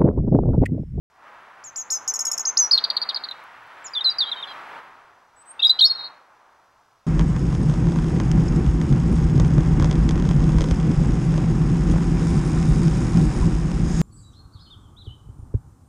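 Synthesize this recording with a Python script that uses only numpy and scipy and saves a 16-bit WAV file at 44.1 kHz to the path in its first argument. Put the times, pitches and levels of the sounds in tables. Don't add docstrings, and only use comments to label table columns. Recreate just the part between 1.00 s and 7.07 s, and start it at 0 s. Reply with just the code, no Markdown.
import sys
import numpy as np
from scipy import signal
from scipy.fft import rfft, irfft
from scipy.io import wavfile
from scipy.ndimage import uniform_filter1d, minimum_filter1d

SR = 44100
rng = np.random.default_rng(int(sys.argv[2]) if len(sys.argv) > 2 else 0)


def master_out(mix):
    frames = np.transpose(np.atleast_2d(mix))
    ceiling = np.clip(frames, -1, 1)
    pcm = np.round(ceiling * 32767).astype(np.int16)
    wavfile.write(sys.argv[1], SR, pcm)


N = 267510
TIME = np.arange(N) / SR
WHISTLE_EDGE_S = .005

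# t/s, level/dB, relative upper band/dB
BACKGROUND_LEVEL = [(0.1, -61, -11), (0.28, -48, -6), (0.74, -51, -6), (1.06, -44.5, -9.5),
                    (1.94, -40.5, -6.5), (2.53, -49.5, -1), (3.65, -41.5, -3.5), (3.79, -40, -6),
                    (3.81, -45.5, -4.5), (4.29, -58, -11.5), (4.66, -47, -6), (5.01, -46.5, -6),
                    (5.27, -54.5, -10.5), (6.05, -61, -17)]


def undb(db):
    return 10 ** (np.asarray(db) / 20)


def add(out, start_s, sound):
    i = int(start_s * SR)
    out[i:i + len(sound)] += sound[:N - i]


def walk(size, rate_hz):
    hold = max(int(SR / rate_hz), 1)
    steps = np.repeat(rng.standard_normal(size // hold + 1), hold)
    return 1.35 * uniform_filter1d(uniform_filter1d(steps, hold), hold)[:size]


def delay(x, lag_s):
    return irfft(rfft(x) * np.exp(-2j * np.pi * np.fft.rfftfreq(N, 1 / SR) * lag_s), N)


def coloured(spectrum):
    hz, db = np.transpose(spectrum)
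    gain = undb(np.interp(np.log(np.fft.rfftfreq(N, 1 / SR) + 1), np.log(hz), db))
    noise = irfft(rfft(rng.standard_normal(N)) * gain, N)
    return noise / noise.std()


def edges(size, edge_s):
    from_edge_s = np.minimum(np.arange(size), np.arange(size)[::-1]) / SR
    return np.sin(np.pi / 2 * np.minimum(from_edge_s / edge_s, 1)) ** 2


def contour(shape, length_s, top_hz, end_hz):
    share, height, db = np.transpose(shape)
    u = np.linspace(0, 1, int(length_s * SR))
    return end_hz + (top_hz - end_hz) * np.interp(u, share, height), np.interp(u, share, db)


def note_clock(length_s):
    t = TIME[:int((length_s + WHISTLE_EDGE_S) * SR)]
    return t, t / t[-1]


def outdoor_noise(gain_db=1.5, upper_lift_db=6, side_db=-27, split_hz=1400):
    # f/Hz, relative density/dB
    spectrum = [(25, -36.5), (200, -17.5), (500, -10), (900, 0), (1350, -1), (2000, -8.5), (3000, -18),
                (7000, -38.5), (15000, -45)]
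    at_s, db, upper_db = np.transpose(BACKGROUND_LEVEL)
    body_gain = undb(np.interp(TIME, at_s, db, left=-np.inf) + gain_db)
    upper_gain = undb(np.interp(TIME, at_s, upper_db) + upper_lift_db)
    noise = coloured(spectrum) + undb(side_db) * coloured(spectrum) * np.array([[1], [-1]])
    low = signal.sosfiltfilt(signal.butter(2, split_hz, fs=SR, output="sos"), noise)
    return body_gain * undb(.5 * walk(N, 17)) * (low + (noise - low) * upper_gain)


def rumble(db=-76, peak_s=4.82, half_width_s=.22, lift_db=7):
    swell_db = 2.8 * walk(N, 11) + lift_db * np.exp(-((TIME - peak_s) / half_width_s) ** 2)
    return coloured([(30, -14.5), (120, -7.0), (1000, -56.5)]) * undb(db + swell_db)


def hiss(db=-70):
    # f/Hz, relative density/dB
    spectrum = [(6000, -5), (7200, -11.5), (15000, -19.5)]
    return undb(db) * coloured(spectrum)


def hoarse_notes(sum_db=-28, sideband_db=-9.5, burst_db=14, burst_s=.007):
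    # t/s, length/s, top f/Hz, level/dB, relative lower voice/dB
    notes = [(.637, .068, 7350, -37, -22), (.758, .071, 7400, -26.5, -20), (.901, .077, 7150, -21, -10),
             (1.076, .04, 6800, -18.5, -15), (1.137, .016, 7050, -24, -9), (1.155, .017, 6850, -23, -15),
             (1.190, .011, 6600, -23.5, -4), (1.203, .026, 6950, -20.5, -17), (1.250, .013, 6900, -22, -5),
             (1.265, .028, 7050, -20, -19), (1.314, .012, 7050, -21.5, -7), (1.329, .02, 7000, -21, -18),
             (1.377, .011, 6650, -23.5, -5), (1.393, .027, 7000, -22, -19)]
    # share of length, height from end to top pitch, level/dB
    shape = [(0, -1.4, -8), (.08, .7, -1), (.17, 1, 1), (.36, .56, 0), (.7, .4, 0), (1, 0, -8)]
    out = np.zeros(N)
    for at_s, length_s, top_hz, db, lower_db in notes:
        hz, swell_db = contour(shape, length_s, top_hz, end_hz=top_hz * (.95 - 1.9 * length_s))
        size = len(hz)
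        upper = rough_voice(hz)
        lower = rough_voice(2800 + .4 * hz)
        onset_db = burst_db * np.exp(-TIME[:size] / burst_s)
        lower *= undb(np.minimum(lower_db + onset_db, 0))
        beat = undb(sideband_db) * upper * lower.conj()
        sum_tones = undb(sum_db) * (upper + 2.2 * lower) ** 2
        voice = upper * (1 - beat + beat ** 2) + lower + sum_tones
        envelope = undb(db + swell_db + walk(size, 400)) * edges(size, .002)
        add(out, at_s, voice.imag * envelope)
    return with_breath(out, db=-9)


def rough_voice(hz):
    jitter = 1 + .011 * walk(len(hz), 250) + .011 * walk(len(hz), 2000)
    return np.exp(2j * np.pi * np.cumsum(hz * jitter) / SR)


def with_breath(note, db):
    highpass = signal.butter(2, 5000, "highpass", fs=SR, output="sos")
    turbulence = rng.standard_normal(len(note)) * note * np.abs(note)
    return note + undb(db) * signal.sosfilt(highpass, turbulence)


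def near_echoes(notes, chip_run):
    # delay/s, note level/dB, chip level/dB
    surfaces = [(.0062, -29.5, -12), (0.0137, -13.5, -18.5)]
    return sum(delay(undb(note_db) * notes + undb(chip_db) * chip_run, lag_s)
               for lag_s, note_db, chip_db in surfaces)


def hedges(song, t60_s=.38, build_s=.033):
    t = TIME[:int(.7 * SR)]
    tail = rng.standard_normal(len(t)) * undb(-60 * t / t60_s) * np.minimum(t / build_s, 1)
    return signal.fftconvolve(song, tail / np.linalg.norm(tail))[:N]


def syrinx(hz, db, lower_db, jitter, flutter_db, overtone_lift_db, edge_s=WHISTLE_EDGE_S, gap_hz=968):
    harmonics_db = (-43, -43, -55)
    size = len(hz)
    hz = uniform_filter1d(hz, size=90, mode="nearest") * (1 + jitter * walk(size, 600))
    upper = np.exp(2j * np.pi * np.cumsum(hz) / SR)
    beat = np.exp(2j * np.pi * np.cumsum(gap_hz * (1 + .1 * walk(size, 130))) / SR)
    lower_gain = undb(lower_db)
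    effort = undb(db + flutter_db * walk(size, 400))
    pair = upper * (1 + lower_gain / beat - lower_gain * beat / 6)
    overtones = sum(undb(level_db) * pair ** k * (k * hz < SR / 2)
                    for k, level_db in enumerate(harmonics_db, 2))
    rasp = undb(7) * effort ** 2 + lower_gain / 2
    fray = 1 + rasp * (walk(size, 3000) + 1j * walk(size, 3000))
    voice = pair + undb(overtone_lift_db) * (.5 + 2 * effort) * overtones * fray
    return voice.imag * effort * edges(size, edge_s)


def whistle(hz, db, overtone_lift_db):
    lower_db = -22 - np.abs(hz - 6200) / 90
    return syrinx(hz, db, lower_db, jitter=.004, flutter_db=.6, overtone_lift_db=overtone_lift_db)


def arches(rise_s=.016, hold_s=.028, fade_s=.078, dip_db=-9.5, dip_s=.0041):
    # t/s, length/s, start f/Hz, peak f/Hz, end f/Hz, relax/s,
    # level/dB, fade/dB, breath/dB
    notes = [(1.453, 0.05, 3980, 6680, 6170, 0.017, -16.5, -14.5, -20.5),
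             (1.572, 0.097, 3550, 6760, 5750, 0.024, -10, -21, -15.5),
             (1.712, 0.049, 3800, 5280, 4237, 0.0079, -7.5, -24, -32)]
    out = np.zeros(N)
    for at_s, length_s, start_hz, peak_hz, end_hz, relax_s, db, fade_db, breath_db in notes:
        t, _ = note_clock(length_s)
        past_peak_s = t - rise_s
        rising_hz = peak_hz + (start_hz - peak_hz) * (past_peak_s / rise_s) ** 2
        sinking_hz = end_hz + (peak_hz - end_hz) * np.exp(-past_peak_s / relax_s)
        hz = np.where(past_peak_s < 0, rising_hz, sinking_hz)
        faded = 1 - np.exp(-np.maximum(t - hold_s, 0) / fade_s)
        level_db = db + fade_db * faded + dip_db * np.exp(-(past_peak_s / dip_s) ** 2)
        note = whistle(hz, level_db, overtone_lift_db=3)
        add(out, at_s - WHISTLE_EDGE_S / 2, with_breath(note, breath_db))
    return out


def chips():
    # t/s, length/s, top f/Hz, end f/Hz, level/dB
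    notes = [(1.776, 0.013, 4540, 2900, -12.5), (1.839, 0.014, 4910, 3200, -12),
             (1.9008, 0.011, 5010, 3000, -14), (1.9663, 0.013, 4675, 3430, -14.5),
             (2.016, 0.0123, 4986, 3910, -20), (2.025, 0.0144, 4770, 3510, -20.5),
             (2.089, 0.013, 4760, 3510, -17.5), (2.096, 0.017, 4030, 3070, -21),
             (2.145, 0.0087, 5000, 4080, -21.5), (2.16, 0.017, 4760, 3360, -20),
             (2.237, 0.019, 4670, 3390, -23), (2.287, 0.0087, 4060, 3930, -26),
             (2.311, 0.014, 4150, 3340, -26)]
    # share of length, height from end to top pitch, level/dB
    shape = [(0, .45, 0), (.22, .72, 2.5), (.45, 1, -4), (.72, .6, -4), (1, .14, -7)]
    out = np.zeros(N)
    for at_s, length_s, top_hz, end_hz, db in notes:
        hz, swell_db = contour(shape, length_s, top_hz, end_hz)
        add(out, at_s, syrinx(hz, db + swell_db, lower_db=-28, jitter=.018, flutter_db=1,
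                              overtone_lift_db=6, edge_s=.0013))
    return with_breath(out, db=-25)


def droplets(start_s=2.15, end_s=3.7, count=14, decay_s=.0015):
    out = np.zeros(N)
    t = TIME[:500]
    for when, size in rng.random((count, 2)):
        tick = rng.standard_normal(len(t)) * np.exp(-t / decay_s)
        add(out, start_s + when * (end_s - start_s), undb(-55) * 2 * size ** 2 * tick)
    return signal.sosfilt(signal.butter(2, 3000, "highpass", fs=SR, output="sos"), out)


def slurs(scoop_s=.0052, bend_power=2.1, ends_db=-2):
    # t/s, length/s, start f/Hz, held f/Hz, end f/Hz, level/dB, level change/dB
    notes = [(2.843, 0.028, 8040, 7130, 6560, -40, 12), (2.867, 0.021, 6750, 5130, 5400, -38.5, -4.5),
             (2.936, 0.011, 5130, 4560, 4720, -26, -4.5), (2.95, 0.037, 4490, 3492, 3440, -24, 7.5),
             (2.986, 0.014, 3420, 3250, 2860, -28.5, -2), (3.009, 0.014, 4210, 3466, 3840, -16, -11.5),
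             (3.042, 0.0044, 5120, 5200, 4400, -32, 11), (3.046, 0.052, 4560, 4015, 3904, -13.5, 2),
             (3.101, 0.028, 5150, 4740, 4500, -21, -11), (3.185, 0.016, 5450, 4380, 4570, -16, -3),
             (3.205, 0.039, 4740, 3690, 3150, -10, -14), (3.316, 0.02, 4180, 3700, 3100, -16, -8),
             (3.426, 0.021, 3990, 3590, 2780, -23.5, -6), (4.362, 0.066, 7950, 7880, 8200, -56.5, 9),
             (4.455, 0.065, 8740, 8040, 8730, -55.5, 24.5), (4.67, 0.039, 4780, 5050, 4320, -24, -3.5),
             (4.695, 0.023, 3500, 4070, 3980, -5, -5.5), (4.855, 0.033, 5180, 5480, 4870, -22, -2),
             (4.897, 0.026, 4410, 4275, 4280, -18.5, 5.5)]
    out = np.zeros(N)
    for at_s, length_s, start_hz, held_hz, end_hz, db, change_db in notes:
        t, u = note_clock(length_s)
        scoop_hz = (start_hz - held_hz) * np.exp(-t / scoop_s)
        bend_hz = (end_hz - held_hz) * u ** bend_power
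        level_db = db + change_db * u + ends_db * (2 * u - 1) ** 2
        note = whistle(held_hz + scoop_hz + bend_hz, level_db, overtone_lift_db=2)
        add(out, at_s - WHISTLE_EDGE_S / 2, note)
    return out


def duets():
    # t/s, length/s, start f/Hz, end f/Hz, start gap/Hz, end gap/Hz,
    # level/dB, relative lower voice/dB
    notes = [(3.259, 0.04, 3750, 3960, 500, 654, -32, -2.5),
             (3.362, 0.052, 3780, 3655, 623, 475, -35.5, -3.5),
             (3.473, 0.053, 4100, 3990, 653, 827, -44, 4), (4.595, 0.012, 3565, 3943, 751, 1150, -22, -5.5),
             (4.79, 0.01404, 3660, 4765, 957, 1460, -15, -4.5),
             (4.991, 0.087, 4213, 4250, 407, 384, -34, -5)]
    out = np.zeros(N)
    for at_s, length_s, start_hz, end_hz, start_gap_hz, end_gap_hz, db, lower_db in notes:
        _, u = note_clock(length_s)
        hz = start_hz + (end_hz - start_hz) * u
        gap_hz = start_gap_hz + (end_gap_hz - start_gap_hz) * u
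        note = syrinx(hz, db, lower_db, jitter=.012, flutter_db=1.8, overtone_lift_db=-6, gap_hz=gap_hz)
        add(out, at_s - WHISTLE_EDGE_S / 2, note)
    return out


def warbles(gain_db=2):
    # t/s, f/Hz, level/dB
    notes = [
        [(4.62, 3130, -27.5), (4.631, 4000, -12), (4.641, 3215, -15.5), (4.651, 3980, -10.5),
         (4.657, 3789, -10), (4.672, 3847, -9.5)],
        [(4.807, 3156, -17), (4.814, 4300, -9.5), (4.821, 3848, -9), (4.837, 3633, -11), (4.848, 4340, -7.5),
         (4.856, 4397, -8), (4.865, 4400, -13)],
        [(4.93, 4234, -36), (4.963, 4250, -35.5), (4.99, 3765, -37), (5.035, 3840, -46.5)],
    ]
    out = np.zeros(N)
    for points in notes:
        at_s, hz, db = np.transpose(points)
        elapsed_s, _ = note_clock(at_s[-1] - at_s[0])
        t = at_s[0] - WHISTLE_EDGE_S / 2 + elapsed_s
        note = whistle(np.interp(t, at_s, hz), np.interp(t, at_s, db) + gain_db, overtone_lift_db=3)
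        add(out, t[0], note)
    return with_breath(out, db=-29)


def scene(song_top_hz=13000, notch_hz=9300, tail_db=-21, tail_side_db=-12, lean_db=-22, left_lag_s=13e-6):
    lowpass = signal.butter(6, song_top_hz, fs=SR, output="sos")
    hoarse, arched = signal.sosfilt(lowpass, [hoarse_notes(), arches()])
    notch = signal.iirnotch(notch_hz, 6, fs=SR)
    notes = signal.lfilter(*notch, hoarse + arched + slurs() + warbles() + duets())
    chip_run = signal.lfilter(*notch, chips())
    song = notes + chip_run
    mid = song + near_echoes(notes, chip_run) + droplets() + undb(tail_db) * hedges(song)
    side = undb(tail_db + tail_side_db) * hedges(song) + undb(lean_db) * hoarse
    background_start_s = BACKGROUND_LEVEL[0][0]
    background = outdoor_noise() + (rumble() + hiss()) * (TIME > background_start_s)
    left, right = np.array([mid + side, mid - side]) + background
    return np.array([delay(left, left_lag_s), right])


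def record(dry, ceiling=.5, cutoff_hz=15850):
    needed_gain = ceiling / np.maximum(np.abs(dry).max(axis=0), ceiling)
    gain = uniform_filter1d(minimum_filter1d(needed_gain, size=40), size=40)
    return signal.sosfilt(signal.ellip(8, .2, 70, cutoff_hz, fs=SR, output="sos"), dry * gain)


dry = scene()
out = record(dry)
master_out(out)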